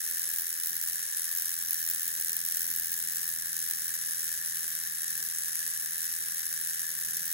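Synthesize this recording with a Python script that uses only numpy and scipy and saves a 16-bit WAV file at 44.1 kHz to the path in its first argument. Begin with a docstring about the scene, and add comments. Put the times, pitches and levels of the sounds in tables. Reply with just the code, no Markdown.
"""A rotary tattoo machine draws a line on an arm, close to a phone in a small room. From the start, over faint
rumble, glove rub and motor hum, the needle drive strikes, bounces and rattles back about 83 times a second in
its plastic cartridge, whose tube rings. For four seconds an occasional stroke slams home while the needle
presses deeper: the motor slows and the rebound hardens. The speed is lowest after five seconds; near seven it
recovers a little, a brief burst sounds, and one more stroke lands hard."""
import sys
import numpy as np
from scipy import signal
from scipy.fft import rfft, irfft, next_fast_len
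from scipy.io import wavfile
from scipy.ndimage import uniform_filter1d

SR = 44100
rng = np.random.default_rng(int(sys.argv[2]) if len(sys.argv) > 2 else 0)


def int16_out(signal):
    """Quantize to a 16-bit WAV file."""
    q = np.round(np.clip(np.atleast_2d(signal).T, -1, 1) * 32767)
    wavfile.write(sys.argv[1], SR, q.astype(np.int16))


N = 323253
TIME = np.arange(N) / SR
PADDED = next_fast_len(N + SR)
BINS_HZ = np.maximum(np.arange(PADDED // 2 + 1) * SR / PADDED, 1)


def undb(db):
    """Amplitude ratio of a level in decibels."""
    return 10 ** (np.asarray(db) / 20)


def unit(x):
    """Normalisation to unit rms."""
    return x / np.sqrt(np.mean(x ** 2))


def over_time(table):
    """Linear interpolation of a time table at every sample."""
    return np.interp(TIME, *np.transpose(table))


def over_frequency(table):
    """Interpolation of each column of a table along log frequency."""
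    hz, *columns = np.transpose(table)
    return [np.interp(np.log(BINS_HZ), np.log(hz), c) for c in columns]


def under_load(light, pressed, load):
    """Linear interpolation from a needle barely touching (load 0) to one pressed home (load 1)."""
    return light + (pressed - light) * load


def filtered(x, response):
    """Linear filtering: the spectrum is multiplied by a frequency response."""
    return irfft(rfft(x, PADDED) * response, PADDED)[..., :N]


def colour(x, spectrum):
    """Minimum-phase filtering: the response is causal, so attacks stay sharp."""
    cepstrum = irfft(np.log(undb(over_frequency(spectrum)[0])), PADDED)
    cepstrum[0] /= 2
    return filtered(x, np.exp(rfft(2 * cepstrum[:PADDED // 2], PADDED)))


def drift(rate_hz):
    """Low-pass noise: random steps, smoothed twice."""
    hold = int(SR / rate_hz)
    steps = np.repeat(rng.standard_normal(N // hold + 1), hold)
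    return unit(uniform_filter1d(uniform_filter1d(steps, hold), hold)[:N])


def stereo_noise(side_db):
    """Partial coherence: noise that is mostly alike left and right."""
    mid, side = rng.standard_normal((2, N))
    return mid + undb(side_db) * side * np.array([[1], [-1]])


def decay_envelope(x, decay_s, samples):
    """Exponential energy decay: the rms envelope of x with a fading tail."""
    fade = np.exp(-2 * TIME[:samples] / decay_s)
    return np.sqrt(np.abs(signal.fftconvolve(x ** 2, fade / fade.sum())[:N]))


def chatter(blows, decay_s, clean_db):
    """Impact: a burst of tiny random contacts and a clean one, spread as bending waves disperse."""
    loose = decay_envelope(blows, decay_s, samples=512) * rng.standard_normal(N)
    dispersion = np.exp(-2j * np.pi * decay_s * np.sqrt(BINS_HZ * SR / 2))  # treble arrives first
    return loose + undb(clean_db) * filtered(blows, dispersion)


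# spectrum of the room and handling rumble: (frequency [Hz], level [dB])
RUMBLE_SPECTRUM = [(15, -34), (28, -23), (40, -5), (58, 1), (80, 1.5), (100, -4.5), (130, -7.5), (400, -32),
                   (1500, -33)]
# spectrum of gloves rubbing on skin: (frequency [Hz], level [dB])
RUB_SPECTRUM = [(60, -36), (130, 1.5), (220, 0.5), (330, -5), (520, -3.5), (800, -11), (1500, -10.5),
                (4000, -38)]
# shifts of grip: (start [s], duration [s], rub level [dB], rumble level [dB])
GRIP_SHIFTS = [(0.0, 0.98, -72.5, -87), (1.58, 0.57, -71.5, -76), (2.15, 1.07, -69, -77),
               (3.2, 0.39, -71, -71), (3.747, 0.19, -70.5, -71), (4.3, 0.23, -88, -71),
               (4.594, 0.082, -67.5, -69), (4.7, .65, -75, -86), (7.05, .3, -68, -83)]


def hands(resting_rub_db=-73, resting_rumble_db=-75, fade_s=.053, flutter_db=2.0):
    """Friction noise of gloves on skin over a faint rumble; each shift of grip adds power to both."""
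    rub_power, rumble_power = undb(resting_rub_db) ** 2, undb(resting_rumble_db) ** 2
    for start, length, rub_db, rumble_db in GRIP_SHIFTS:
        moving = np.clip(np.minimum(TIME - start, start + length - TIME) / fade_s + .5, 0, 1)
        rub_power += (moving * undb(rub_db)) ** 2
        rumble_power += (moving * undb(rumble_db)) ** 2
    rub = unit(colour(stereo_noise(side_db=-8.5), RUB_SPECTRUM)) * undb(flutter_db * drift(24.98))
    rumble = unit(colour(stereo_noise(side_db=-7), RUMBLE_SPECTRUM))
    return rub * np.sqrt(rub_power) + rumble * np.sqrt(rumble_power)


# spectrum of the reverberant tail: (frequency [Hz], level [dB])
ROOM_SPECTRUM = [(400, -28.5), (1100, -21.5), (1750, -6.5), (2400, -16), (3700, -8), (5000, -6),
                 (5900, -3.5), (7300, -7), (9900, -4), (12000, -6.5), (15500, -8)]


def room(x, wet_db=-11.0, t60_s=.16):
    """Diffuse field of couch and near walls: noise, unrelated at each port, follows the sound's energy."""
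    envelope = decay_envelope(x, t60_s / np.log(1000), samples=SR // 2)
    return undb(wet_db) * envelope * unit(colour(rng.standard_normal((2, N)), ROOM_SPECTRUM))


# direct sound at the two microphone ports: (frequency [Hz], left minus right [dB], left lag [ms])
PORT_PATHS = [(503, 63, 0.033), (1085, 6.5, 0.24), (1700, 15, 0.12), (3080, 25, 0.31), (4180, 2, 0.24),
              (5480, 7, 0.29), (7140, -1, 0.29), (9220, 0, 0.2737), (11330, 0, 0.267), (15700, 0.5, 0.251)]


def ports(x):
    """Path delay and acoustic shadow: the left port hears later; the phone shades the right midrange."""
    pan_db, lag_ms = over_frequency(PORT_PATHS)
    delay = np.exp(-2j * np.pi * BINS_HZ * lag_ms / 1000)
    gains = undb(np.array([pan_db, -pan_db]) / 2)
    gains /= np.sqrt(np.mean(gains ** 2, axis=0))
    return filtered(x, gains * np.array([delay, np.ones_like(delay)]))


# partials of the motor hum: (multiple of the stroke rate [1], level [dB])
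HUM_HARMONICS = [(1, -5.5), (2, 3), (3, -16.5), (4, -27), (5, -20.5), (6, -32)]


def hum(turns, load, loaded_db=-67.5, unloaded_change_db=-5, knee=.15, waver_db=1.5, pan_db=2.5):
    """Forced vibration: the eccentric shakes the housing, most at twice the stroke rate and under load."""
    tone = sum(undb(db + waver_db * drift(14)) * np.sin(2 * np.pi * round(k) * turns)
               for k, db in HUM_HARMONICS)
    level_db = loaded_db + unloaded_change_db * np.exp(-load / knee)
    return unit(tone) * undb(level_db + pan_db * np.array([[.5], [-.5]]))


# modes of the cartridge tube and grip: (frequency [Hz], width [Hz], level [dB])
TUBE_MODES = [(1200, 160, -10.5), (1596, 65, -12.5), (1736, 346, 2.5), (1860, 880, -36), (3778, 470, -10.5)]


def tube(strike, rattle, level_db=-47, rattle_db=-2.0, lag_s=.0003):
    """Resonance: tube and grip ring at each strike, less at the rattle, and make the buzz nasal."""
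    blows = np.sqrt(strike) + undb(rattle_db) * np.sqrt(rattle)  # the root evens out the blows
    force = chatter(blows, decay_s=.0009003, clean_db=1.5)
    response = sum(undb(db) / (1 + 1j * (BINS_HZ ** 2 - hz ** 2) / (BINS_HZ * width)) ** 2
                   for hz, width, db in TUBE_MODES)
    delay = np.exp(-2j * np.pi * BINS_HZ * lag_s)
    return undb(level_db) * unit(filtered(force, response * delay))


# spectrum of the metal snap: (frequency [Hz], level [dB])
SNAP_SPECTRUM = [(3000, -36), (9000, -30), (10900, -2.5), (11600, -1.5), (12700, -1), (13600, -7),
                 (15100, 3.5), (15700, 0.5), (16000, -9.5)]
# base level of the snap, before load and flicker: (time [s], level [dB])
SNAP_CONTOUR = [(0.0, -38.0), (0.25, -40.5), (0.33, -37), (0.58, -41.5), (0.65, -36.5), (0.86, -37.0),
                (1.14, -45.5), (1.21, -40), (1.28, -43), (1.35, -36.5), (1.6, -40.5), (1.73, -36.5),
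                (2.96, -37.5), (3.03, -43.5), (3.11, -38), (3.42, -40), (5.76, -42.5), (7.33, -41)]


def snap(strike, rattle, load, rattle_db=-8, drag_db=.35, sputter_db=1.3):
    """Hard impact: metal meets its stop in a brief, high tick that wavers with the skin's drag."""
    ticks = chatter(strike + undb(rattle_db) * rattle, decay_s=.0005, clean_db=-1)
    flicker_db = sputter_db * drift(70) + drag_db * drift(12)
    level_db = over_time(SNAP_CONTOUR) + under_load(2.3, 1.2, load) + flicker_db
    return unit(colour(ticks, SNAP_SPECTRUM)) * undb(level_db)


# spectrum of a plastic knock: (frequency [Hz], level [dB])
KNOCK_SPECTRUM = [(700, -49.5), (1200, -28.5), (2400, -20), (3000, -16.5), (4500, -18), (5300, -5.5),
                  (5850, -3), (6500, -7.5), (7600, -8.5), (8400, -0.5), (9900, 3.5), (10800, -4),
                  (12400, -2), (15500, -12.5)]


def cartridge(blows, level_db=-34, waver_db=.53, hiss_db=-13, crossover_hz=7500):
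    """Damped impacts: plastic knocks, whose treble dies sooner, over the hiss of the motor brushes."""
    hiss = undb(hiss_db) * rng.standard_normal(N)
    softened = blows ** .72
    dull = unit(chatter(softened, decay_s=.002, clean_db=-13))
    bright = unit(chatter(softened, decay_s=.0014, clean_db=-18))
    treble_share = 1 / (1 + (crossover_hz / BINS_HZ) ** 8)
    force = filtered(dull, np.sqrt(1 - treble_share)) + filtered(bright, np.sqrt(treble_share)) + hiss
    return unit(colour(force, KNOCK_SPECTRUM)) * undb(level_db + waver_db * drift(8))


# strokes that slam home, and one brief burst at 6.79 s: (time [s], impulse level [dB])
HARD_STROKES = [(0.5393, -7), (0.9323, -4.5), (1.385, -8), (1.888, 0.5), (2.0777, 0), (2.2822, -2),
                (2.9402, 0), (3.1696, -2), (3.71, -4), (6.794, -6), (7.1692, -7)]


def hard_knocks():
    """Impulse response: a single hard stroke excites both a plastic knock and a metal tick."""
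    times, db = np.transpose(HARD_STROKES)
    blows = np.bincount((times * SR).astype(int), undb(db), N)
    knock = colour(chatter(blows, decay_s=.002, clean_db=-20), KNOCK_SPECTRUM)
    tick = colour(chatter(blows, decay_s=.0005, clean_db=-6), SNAP_SPECTRUM)
    return knock + tick


def contacts(turns, phase, db, jitter, scatter_db, count=640):
    """Quasi-periodic impulse train: one contact a turn, with phase and jitter given in turns."""
    timing, chance = rng.standard_normal((count, 2)).T
    hardness = unit(chance - .45 * np.roll(chance, 1))  # a hard blow tends to follow a soft one
    onsets = np.interp(np.arange(count) + jitter * timing, turns - phase, np.arange(N)).astype(int)
    inside = (onsets > 0) & (onsets < N - 1)
    strength = undb(scatter_db * 1.4 * np.tanh(hardness / 1.3))
    return np.bincount(onsets[inside], strength[inside], N) * undb(db)


def needle_drive(turns, load):
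    """Contact bounce: the bar strikes, then rattles; load hardens the rebound, delays it and the return."""
    strike = contacts(turns, phase=0, db=.5, jitter=.001, scatter_db=3.3)
    bounce = contacts(turns, phase=.145, db=-4.5, jitter=.035, scatter_db=4)
    rebound = contacts(turns, phase=under_load(.41, .48, load), db=under_load(-14, -3.5, load),
                       jitter=.022, scatter_db=4)
    back = contacts(turns, phase=under_load(.665, .79, load), db=under_load(-4, -7, load),
                    jitter=.028, scatter_db=5)
    return strike, bounce + rebound + back


# motor speed, sagging as the needle presses deeper: (time [s], stroke rate [Hz])
STROKE_RATE = [(0.0, 84.18), (1.01, 83.8), (1.22, 84.03), (1.44, 83.83), (2.19, 83.37), (2.56, 83.57),
               (3.3, 83.19), (3.87, 82.98), (4.07, 82.66), (4.93, 82.21), (5.13, 82.12), (5.67, 82.15),
               (6.77, 82.57), (6.97, 82.44), (7.33, 82.86)]


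def motor(light_hz=83.95, pressed_hz=82.55, first_strike_s=.0042):
    """Speed droop: the slower the motor, the greater its load; rotation is the integral of speed."""
    speed_hz = over_time(STROKE_RATE)
    load = np.clip((light_hz - speed_hz) / (light_hz - pressed_hz), 0, 1)
    turns = np.cumsum(speed_hz) / SR - first_strike_s * speed_hz[0]
    return turns + .009 * drift(14), load


def scene():
    """Superposition: one motor times the knocks, snap, tube and hum; room and hands lie beneath."""
    turns, load = motor()
    strike, rattle = needle_drive(turns, load)
    machine = cartridge(strike + rattle) + snap(strike, rattle, load) + tube(strike, rattle)
    machine += hard_knocks()
    return ports(machine) + room(machine) + hum(turns, load) + hands()


def record(dry):
    """Band limiting: the phone's steep low-pass filter cuts the top treble."""
    cutoff_hz = 15850
    return signal.sosfilt(signal.ellip(12, .1, 75, cutoff_hz, fs=SR, output="sos"), dry)


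dry = scene()
out = record(dry)
int16_out(out)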